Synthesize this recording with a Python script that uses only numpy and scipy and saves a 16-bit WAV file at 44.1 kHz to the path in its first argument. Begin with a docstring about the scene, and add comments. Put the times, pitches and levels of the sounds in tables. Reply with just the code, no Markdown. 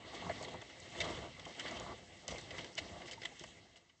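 """Gritty pavement in front of a house at night: a plastic bin on its side is dragged in jerks, metres away.
Random bumps ring the wall and drum modes of its hollow body, while filtered grains make the grit rasp.
Noise bursts scuff and tick, short pushes knock and soft blips pop;
the whole sound fades out at the end, over faint night air.
A small wall camera hears it; its microphone port rings near 2 and 3 kHz with a narrow gap between."""
import sys
import numpy as np
from scipy import signal
from scipy.fft import rfft, irfft
from scipy.io import wavfile
from scipy.ndimage import uniform_filter1d

SR = 44100
rng = np.random.default_rng(int(sys.argv[2]) if len(sys.argv) > 2 else 0)


def level_to_linear(level):
    """Convert decibel levels to linear amplitude factors, elementwise."""
    exponent = np.asarray(level, float) / 20
    return 10 ** exponent


def waveform_to_disk(signal):
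    """Save audio, clipped to [-1, 1], as 16-bit WAV at the path in sys.argv[1]."""
    frames = np.transpose(np.atleast_2d(signal))
    scaled = np.clip(frames, -1, 1) * 32767
    samples = np.round(scaled).astype(np.int16)
    wavfile.write(sys.argv[1], SR, samples)


N = 176400  # samples, 4 s

# Course of the drag, levels before echoes and port: (time [s], wall rumble [dB], deep drumming [dB],
# coarse grit [dB], upper wall ring [dB], fine grit [dB])
DRAG_COURSE = [(0, -58, -57, -62, -67, -66), (.15, -54, -65, -53, -61.5, -57),
               (.29, -48, -47, -57.5, -50.5, -57.5), (.34, -54, -55.5, -54.5, -59, -56),
               (.57, -53, -57, -57, -65, -62.5), (0.649, -60.5, -66.5, -60, -74, -62),
               (0.929, -60.5, -61.5, -57.5, -68.5, -58.5), (1.002, -47.5, -51, -50, -59.5, -52.5),
               (1.1, -50, -50, -50, -52.5, -53.5), (1.261, -51.5, -51.5, -57, -60.5, -59.5),
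               (1.331, -63, -61, -59.5, -67, -61.5), (1.55, -56.5, -63, -56.5, -67, -59.5),
               (1.69, -49.5, -60, -49.5, -56, -53), (1.78, -52, -52, -56, -62, -57.5),
               (1.81, -49, -52, -56, -51, -58), (1.93, -52, -54, -58, -54, -60),
               (1.959, -62.5, -58.5, -60, -80, -61), (2.05, -65, -64.5, -62.5, -79, -62),
               (2.26, -61, -65, -62, -75, -63), (2.3, -59.5, -48, -58.5, -58, -52),
               (2.339, -49.5, -56, -56, -56.5, -56), (2.47, -58.5, -56, -58.5, -72.5, -58.5),
               (2.57, -53.5, -58, -54.5, -60.5, -58), (2.749, -61, -65, -63, -80, -61.5),
               (2.818, -53, -52, -57, -64, -57.5), (3.13, -59, -65, -62, -70.5, -62),
               (3.19, -67.5, -62.5, -64, -78, -63), (3.246, -52, -62, -61.5, -77, -59.5),
               (3.38, -71.5, -71.5, -62, -73, -62.5), (3.42, -60, -64, -62.5, -76, -60.5),
               (3.56, -65, -65.5, -63.5, -82, -65), (4, -82.5, -83.5, -82, -82, -78)]
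# Short crunches over grit: (time [s], level before the common trim [dB],
# treble tilt before the common lift [dB/octave], rattle pitch [Hz], hold [ms], swell time constant [ms])
SCUFF_EVENTS = [(.148, -36.5, -2, 3360, 6.7, 4), (0.296, -38.5, -20, 4300, 18, 0.56),
                (.4262, -37.5, -1.5, 4400, 25, 0.43), (.45, -41.5, -9, 3970, 2, 2.5),
                (.483, -41, -1, 3330, 11, 0.46), (.614, -42.5, -11, 3470, 11, 1),
                (.694, -44.5, -6.5, 2920, 17, 1), (1.004, -25, -6.5, 3580, 14.6, 0.99),
                (1.044, -30.5, 0, 3300, 10.5, 3.4), (1.3955, -41, -3, 3320, 5.2, .4),
                (1.4525, -36.5, -3, 3220, 2.6, 0.3), (1.597, -32.5, -9, 3060, 12.6, 7),
                (1.66, -36, -13, 3350, 12.5, 5.4), (1.683, -31, -6, 4530, 2.1, 2.8),
                (1.709, -44, 1, 3200, 15, 2.2), (1.771, -35, -5, 3280, 4.9, 2.3),
                (2.2817, -31, -2.5, 3000, 11, .3), (2.307, -34.5, -2.5, 5860, 17, 2),
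                (2.383, -39, -5, 3710, 12, 1.1), (2.507, -36, -2.5, 3180, 6, .3),
                (2.582, -32.5, -6, 3000, 12.5, .4), (2.609, -36, 0.5, 3140, 5.8, 2),
                (2.645, -38.5, -2.5, 3150, 3, .3), (2.779, -25, -2, 2980, 11.2, 3.8),
                (3.018, -43, -11.5, 2960, 5, 4), (3.059, -37.5, 5, 2880, 17, 4.2),
                (3.08, -41, -9, 5150, 16, 5.9), (3.1118, -31.5, 1, 3020, 13, .3),
                (3.131, -36.5, -3, 4900, 6.9, 1.5), (3.217, -40.5, -9, 5100, 9, .3),
                (3.235, -36, -3, 3130, 2.3, 4.1), (3.2528, -29.5, -5.5, 3440, 4.6, 2.5),
                (3.396, -40, -1.5, 3120, 16, .5), (3.4376, -39, -7.5, 2800, 3.8, 0.23),
                (3.759, -44.5, -0.5, 2950, 19, 1.4), (3.896, -54.5, -10, 2960, 4.5, 1.6)]
# Knocks of the body on bumps: (time [s], peak before the common trim [dB], centre of the rung modes [Hz])
KNOCK_EVENTS = [(0.222, -32.5, 696), (0.264, -31, 721), (0.295, -24, 583), (0.4065, -34, 528),
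                (0.429, -34, 646), (0.482, -37, 633), (0.54, -35, 872), (0.619, -40, 690),
                (0.815, -50, 507), (1.004, -32.5, 533), (1.058, -33, 800), (1.1, -32.5, 505),
                (1.462, -37, 660), (1.804, -32.5, 603), (1.863, -33.5, 1160), (1.893, -39.5, 1100),
                (1.919, -41.5, 1100), (2.28, -33.5, 581), (2.318, -33, 455), (2.344, -33.5, 656),
                (2.51, -39, 393), (2.543, -41.5, 347), (2.588, -38.5, 595), (2.645, -56, 678),
                (2.78, -33, 640), (3.003, -41, 700), (3.214, -42, 388), (3.249, -38.5, 705),
                (3.408, -41, 240), (3.436, -39.5, 690), (3.763, -55.5, 614)]
# Small hollow pops, something loose inside: (time [s], level before the blip's shape [dB], pitch [Hz])
POP_EVENTS = [(3.183, -41.5, 909), (3.326, -47.5, 803)]
# Single stones cracking under the rim: (time [s], level before the common trim [dB], pitch [Hz])
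TICK_EVENTS = [(0.4258, -31, 7800), (0.4395, -38, 7740), (0.538, -45, 7500), (0.618, -41, 6300),
               (0.801, -38.5, 7660), (1.0042, -30, 5850), (1.453, -42, 5600), (1.597, -31, 5370),
               (1.6045, -39, 7700), (1.712, -39.5, 6280), (1.7982, -37.5, 6560), (2.2797, -27.5, 5600),
               (2.383, -38, 6140), (2.4124, -40, 7210), (2.6442, -43, 5260), (2.753, -38, 6000),
               (2.7806, -44, 5100), (3.079, -42, 5960), (3.1113, -41, 5550), (3.2163, -43.5, 5600),
               (3.254, -35.5, 7300), (3.3948, -38, 5870), (3.438, -35, 7600), (3.7665, -51, 6800),
               (3.774, -48, 4800)]
# Wall modes of the bin: (frequency [Hz], relative level [dB], decay by 60 dB [s])
WALL_MODES = [(251, -14.5, 0.04), (306, -13.5, 0.015), (341.2, 2, 0.065), (410.7, -5.5, 0.032),
              (506.5, 1.5, 0.07), (610.5, -2, 0.057), (680, 0, 0.037), (822, -5.5, 0.027), (943, -2, 0.026),
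              (1140, 2, 0.041), (1225, -9.5, 0.01)]
# Drum modes of the hollow body: (frequency [Hz], relative level [dB], decay by 60 dB [s])
DRUM_MODES = [(60, 1, 0.053), (89.5, 1.5, 0.059), (112, 2, 0.18), (171.5, 1, 0.055)]
# Colour of the grit: (frequency [Hz], relative density [dB per Hz])
GRIT_COLOUR = [(200, 8), (700, -16), (1500, -9), (2500, -0.5), (3800, -3), (5000, -7.5), (7400, -10.5),
               (8200, -4.5)]
# Reflections from ground, rocks and house front: (delay [s], level against the direct sound [dB])
ECHO_PATHS = [(.007, -23.5), (.019, -23.5), (.034, -26)]
# Colour of the night air: (frequency [Hz], relative density [dB per Hz])
NIGHT_COLOUR = [(24, -37.5), (40, 1.5), (337, -8), (1210, -15.5), (1450, -20), (2210, -9), (6950, -12.5),
                (8500, -27), (11000, -45), (18700, -120)]
# Peaks and gap of the microphone port: (frequency [Hz], width [Hz], gain [dB])
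PORT_PEAKS = [(2040, 330, 9), (2435, 152, -13.5), (3140, 110, 2.5)]


def level(x, db=0):
    """Scale to an rms level in dB."""
    return x * level_to_linear(db) / np.sqrt(np.mean(x ** 2))


def colour(x, points):
    """Filter by (Hz, dB) points joined by straight lines on a log frequency axis."""
    hz, db = np.transpose(np.array(points, float))
    bins_hz = np.maximum(np.arange(len(x) // 2 + 1) * SR / len(x), 1)
    gain = level_to_linear(np.interp(np.log(bins_hz), np.log(hz), db))
    return irfft(rfft(x) * gain, len(x))


def ring(x, modes):
    """Sum of damped two-pole resonances, each near its dB at the peak, signs alternating."""
    out = 0
    for k, (hz, db, t60) in enumerate(modes):
        r = np.exp(-np.log(1000) / (t60 * SR))
        poles = [1, -2 * r * np.cos(2 * np.pi * hz / SR), r * r]
        out = out + (-1) ** k * level_to_linear(db) * (1 - r) * signal.lfilter([1, 0, -1], poles, x)
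    return out


def grains(per_s, spread_db, size=N):
    """Random clicks of either sign at rms 1, a few much stronger than the rest."""
    u = rng.random((3, size))
    hit = np.clip((per_s / SR - u[0]) * 1e4, 0, 1)
    sign = np.sign(u[1] - .5)
    strength = level_to_linear(spread_db * np.minimum(-np.log(1 - u[2]), 6))
    return level(hit * sign * strength)


def walk(rate):
    """Slow random wobble of rms 1, gliding to a new value rate times a second."""
    k = int(SR / rate)
    steps = np.repeat(rng.standard_normal(N // k + 1), k)
    return level(uniform_filter1d(steps, k)[:N])


def drag(column):
    """One level column of the drag course as a smooth gain."""
    course = np.array(DRAG_COURSE)
    return level_to_linear(np.interp(np.arange(N) / SR, course[:, 0], course[:, column]))


def add(out, s, x):
    """Mix x in at s seconds."""
    i = max(int(s * SR), 0)
    out[i:i + len(x)] += x[:N - i]


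def shake(modes):
    """Bumps ring a set of modes, each mode with its own bumps and flutter."""
    total = 0
    for mode in modes:
        bumps = grains(per_s=700, spread_db=1.5)
        flutter = level_to_linear(1.4 * walk(rate=49))
        total = total + ring(bumps * flutter, [mode])
    return level(total)


def rumble():
    """Bumps of the pavement shake the walls and the hollow body into damped resonance."""
    judder = level(level_to_linear(2.4 * walk(rate=45)))  # the rim catches and lets go
    walls = shake(WALL_MODES[:8]) * drag(column=1)
    upper_walls = shake(WALL_MODES[8:]) * drag(column=4)
    drumming = shake(DRUM_MODES) * drag(column=2)
    return judder * (walls + upper_walls) + drumming


def rasp():
    """Dense grit is crushed under the sliding plastic; every size of grit flutters on its own."""
    coarse, fine = 0, 0
    for hz in 250 * 2 ** np.arange(0, 5.3, .4):
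        edges = [hz / 2 ** .2, hz * 2 ** .2]
        band = signal.butter(2, edges, "band", fs=SR, output="sos")
        grit = signal.sosfilt(band, grains(per_s=6000, spread_db=2.0))
        grit = grit * level_to_linear(2.2 * walk(rate=32))
        if hz < 4500:
            coarse = coarse + grit
        else:
            fine = fine + grit
    coarse = level(colour(coarse, GRIT_COLOUR)) * drag(column=3)
    fine = level(colour(fine, GRIT_COLOUR)) * drag(column=5)
    return coarse + fine


def scuffs():
    """Each scuff is a burst of grit with a plastic rattle on top: swell, hold, fast decay, weak tail."""
    trim_db, tilt_lift = -13, 1.5  # dB, dB/octave
    decay_t60, tail_t60, strike_t60, rattle_t60 = 0.042, 0.46, .02, 0.016  # s
    out, t = np.zeros(N), np.arange(8192) / SR - .03  # starts 30 ms early for the swell
    for s, db, tilt, hz, hold_ms, swell_ms in SCUFF_EVENTS:
        late = np.maximum(t - hold_ms / 1000, 0)
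        swell = np.exp(np.minimum(t * 1000 / swell_ms, 0))
        decay = level_to_linear(-60 * late / decay_t60) + level_to_linear(-25.5 - 60 * late / tail_t60)
        # the first strike is stronger when the swell is short
        strike = (t >= 0) * level_to_linear(1.0 - 60 * np.abs(t) / strike_t60) / (1 + swell_ms)
        envelope = swell * decay + strike

        grit = grains(per_s=6000, spread_db=1.3, size=8192)
        patchy_db = 1.5 * rng.standard_normal(len(GRIT_COLOUR))
        shape = [(700, -31.5)]
        for (f, g), patch in zip(GRIT_COLOUR[2:], patchy_db):
            shape.append((f, g + patch + (tilt + tilt_lift) * np.log2(f / 3000)))
        crunch = level(colour(grit, shape))
        rattle = level(ring(grit, [(hz, 0, rattle_t60)]), db=-6.5)
        rattle = rattle * level_to_linear(-500 * np.maximum(t, 0))  # fades by 500 dB/s on top of the envelope
        add(out, s + t[0], (crunch + rattle) * envelope * level_to_linear(db + trim_db))
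    return out


def ticks():
    """Stones crack as very short bright noise bursts around their own pitch."""
    octaves, t60, trim_db = .35, 0.013, -3.5  # octaves, s, dB
    out, t = np.zeros(N), np.arange(2048) / SR
    for s, db, hz in TICK_EVENTS:
        band = [(hz / 2 ** (2 * octaves), -24), (hz / 2 ** octaves, -6), (hz, 0), (hz * 2 ** octaves, -6)]
        crack = level(colour(rng.standard_normal(len(t)), band), db + trim_db)
        add(out, s, crack * level_to_linear(-60 * t / t60))
    return out


def knocks():
    """A short rattling push rings the wall modes near the knock's own pitch, and the drum modes weakly."""
    push_s, octaves, trim_db = 0.0042, 0.59, -5.5  # s, octaves, dB
    out, t = np.zeros(N), np.arange(8192) / SR
    for s, db, hz in KNOCK_EVENTS:
        push = t / push_s * np.exp(-2 * t / push_s) * rng.standard_normal(len(t))
        near_modes = [(f, g - 6 * (np.log2(f / hz) / octaves) ** 2, t60) for f, g, t60 in WALL_MODES]
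        knock = ring(push, near_modes) + level_to_linear(-11.0) * ring(push, DRUM_MODES)
        add(out, s - 2e-3, knock / np.max(np.abs(knock)) * level_to_linear(db + trim_db))
    return out


def pops():
    """Something loose inside makes soft single-pitched blips, slightly roughened by slow noise."""
    out, t = np.zeros(N), np.arange(4096) / SR - .03
    for s, db, hz in POP_EVENTS:
        width_s = np.where(t < 0, 0.0038, 0.0053)  # rise, fall
        bell = np.exp(-(t / width_s) ** 2 / 2)
        rough = level(uniform_filter1d(rng.standard_normal(len(t)), size=60))
        add(out, s + t[0], level_to_linear(db) * bell * np.sin(2 * np.pi * hz * t) * (0.5 + 0.18 * rough))
    return out


def echoes(near):
    """Ground, rocks and house front return delayed, weaker copies."""
    out = np.zeros(N)
    for s, db in ECHO_PATHS:
        add(out, s, near * level_to_linear(db))
    return out


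def night_air():
    """Faint steady noise, coloured as the night air."""
    return level(colour(rng.standard_normal(N), NIGHT_COLOUR), db=-79)


def scene():
    """The bin, its echoes and the night air, as one channel."""
    near = rumble() + rasp() + scuffs() + ticks() + knocks() + pops()
    return (near + echoes(near) + night_air())[None]


def port(x):
    """The microphone port boosts or cuts bands, one peaking filter for each resonance or gap."""
    for hz, width, db in PORT_PEAKS:
        a, w = level_to_linear(db / 2), 2 * np.pi * hz / SR
        q = np.sin(w) * width / hz / 2
        top = [1 + q * a, -2 * np.cos(w), 1 - q * a]
        bottom = [1 + q / a, -2 * np.cos(w), 1 - q / a]
        x = signal.lfilter(top, bottom, x)
    return x


def low_pass(x):
    """Removes everything above the highest recorded frequency."""
    return signal.sosfilt(signal.butter(12, 9020, fs=SR, output="sos"), x)


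def record(dry):
    """The port rings, the bass is thinned and the treble is cut off low."""
    x = port(dry)
    x = signal.sosfilt(signal.butter(4, 47.7, "high", fs=SR, output="sos"), x)
    x = signal.sosfilt(signal.cheby2(12, 60, 9285, fs=SR, output="sos"), x)  # steep top edge
    x = signal.sosfilt(signal.butter(8, 7750, fs=SR, output="sos"), x)  # roll-off below it
    return low_pass(x)


dry = scene()
out = record(dry)
waveform_to_disk(out)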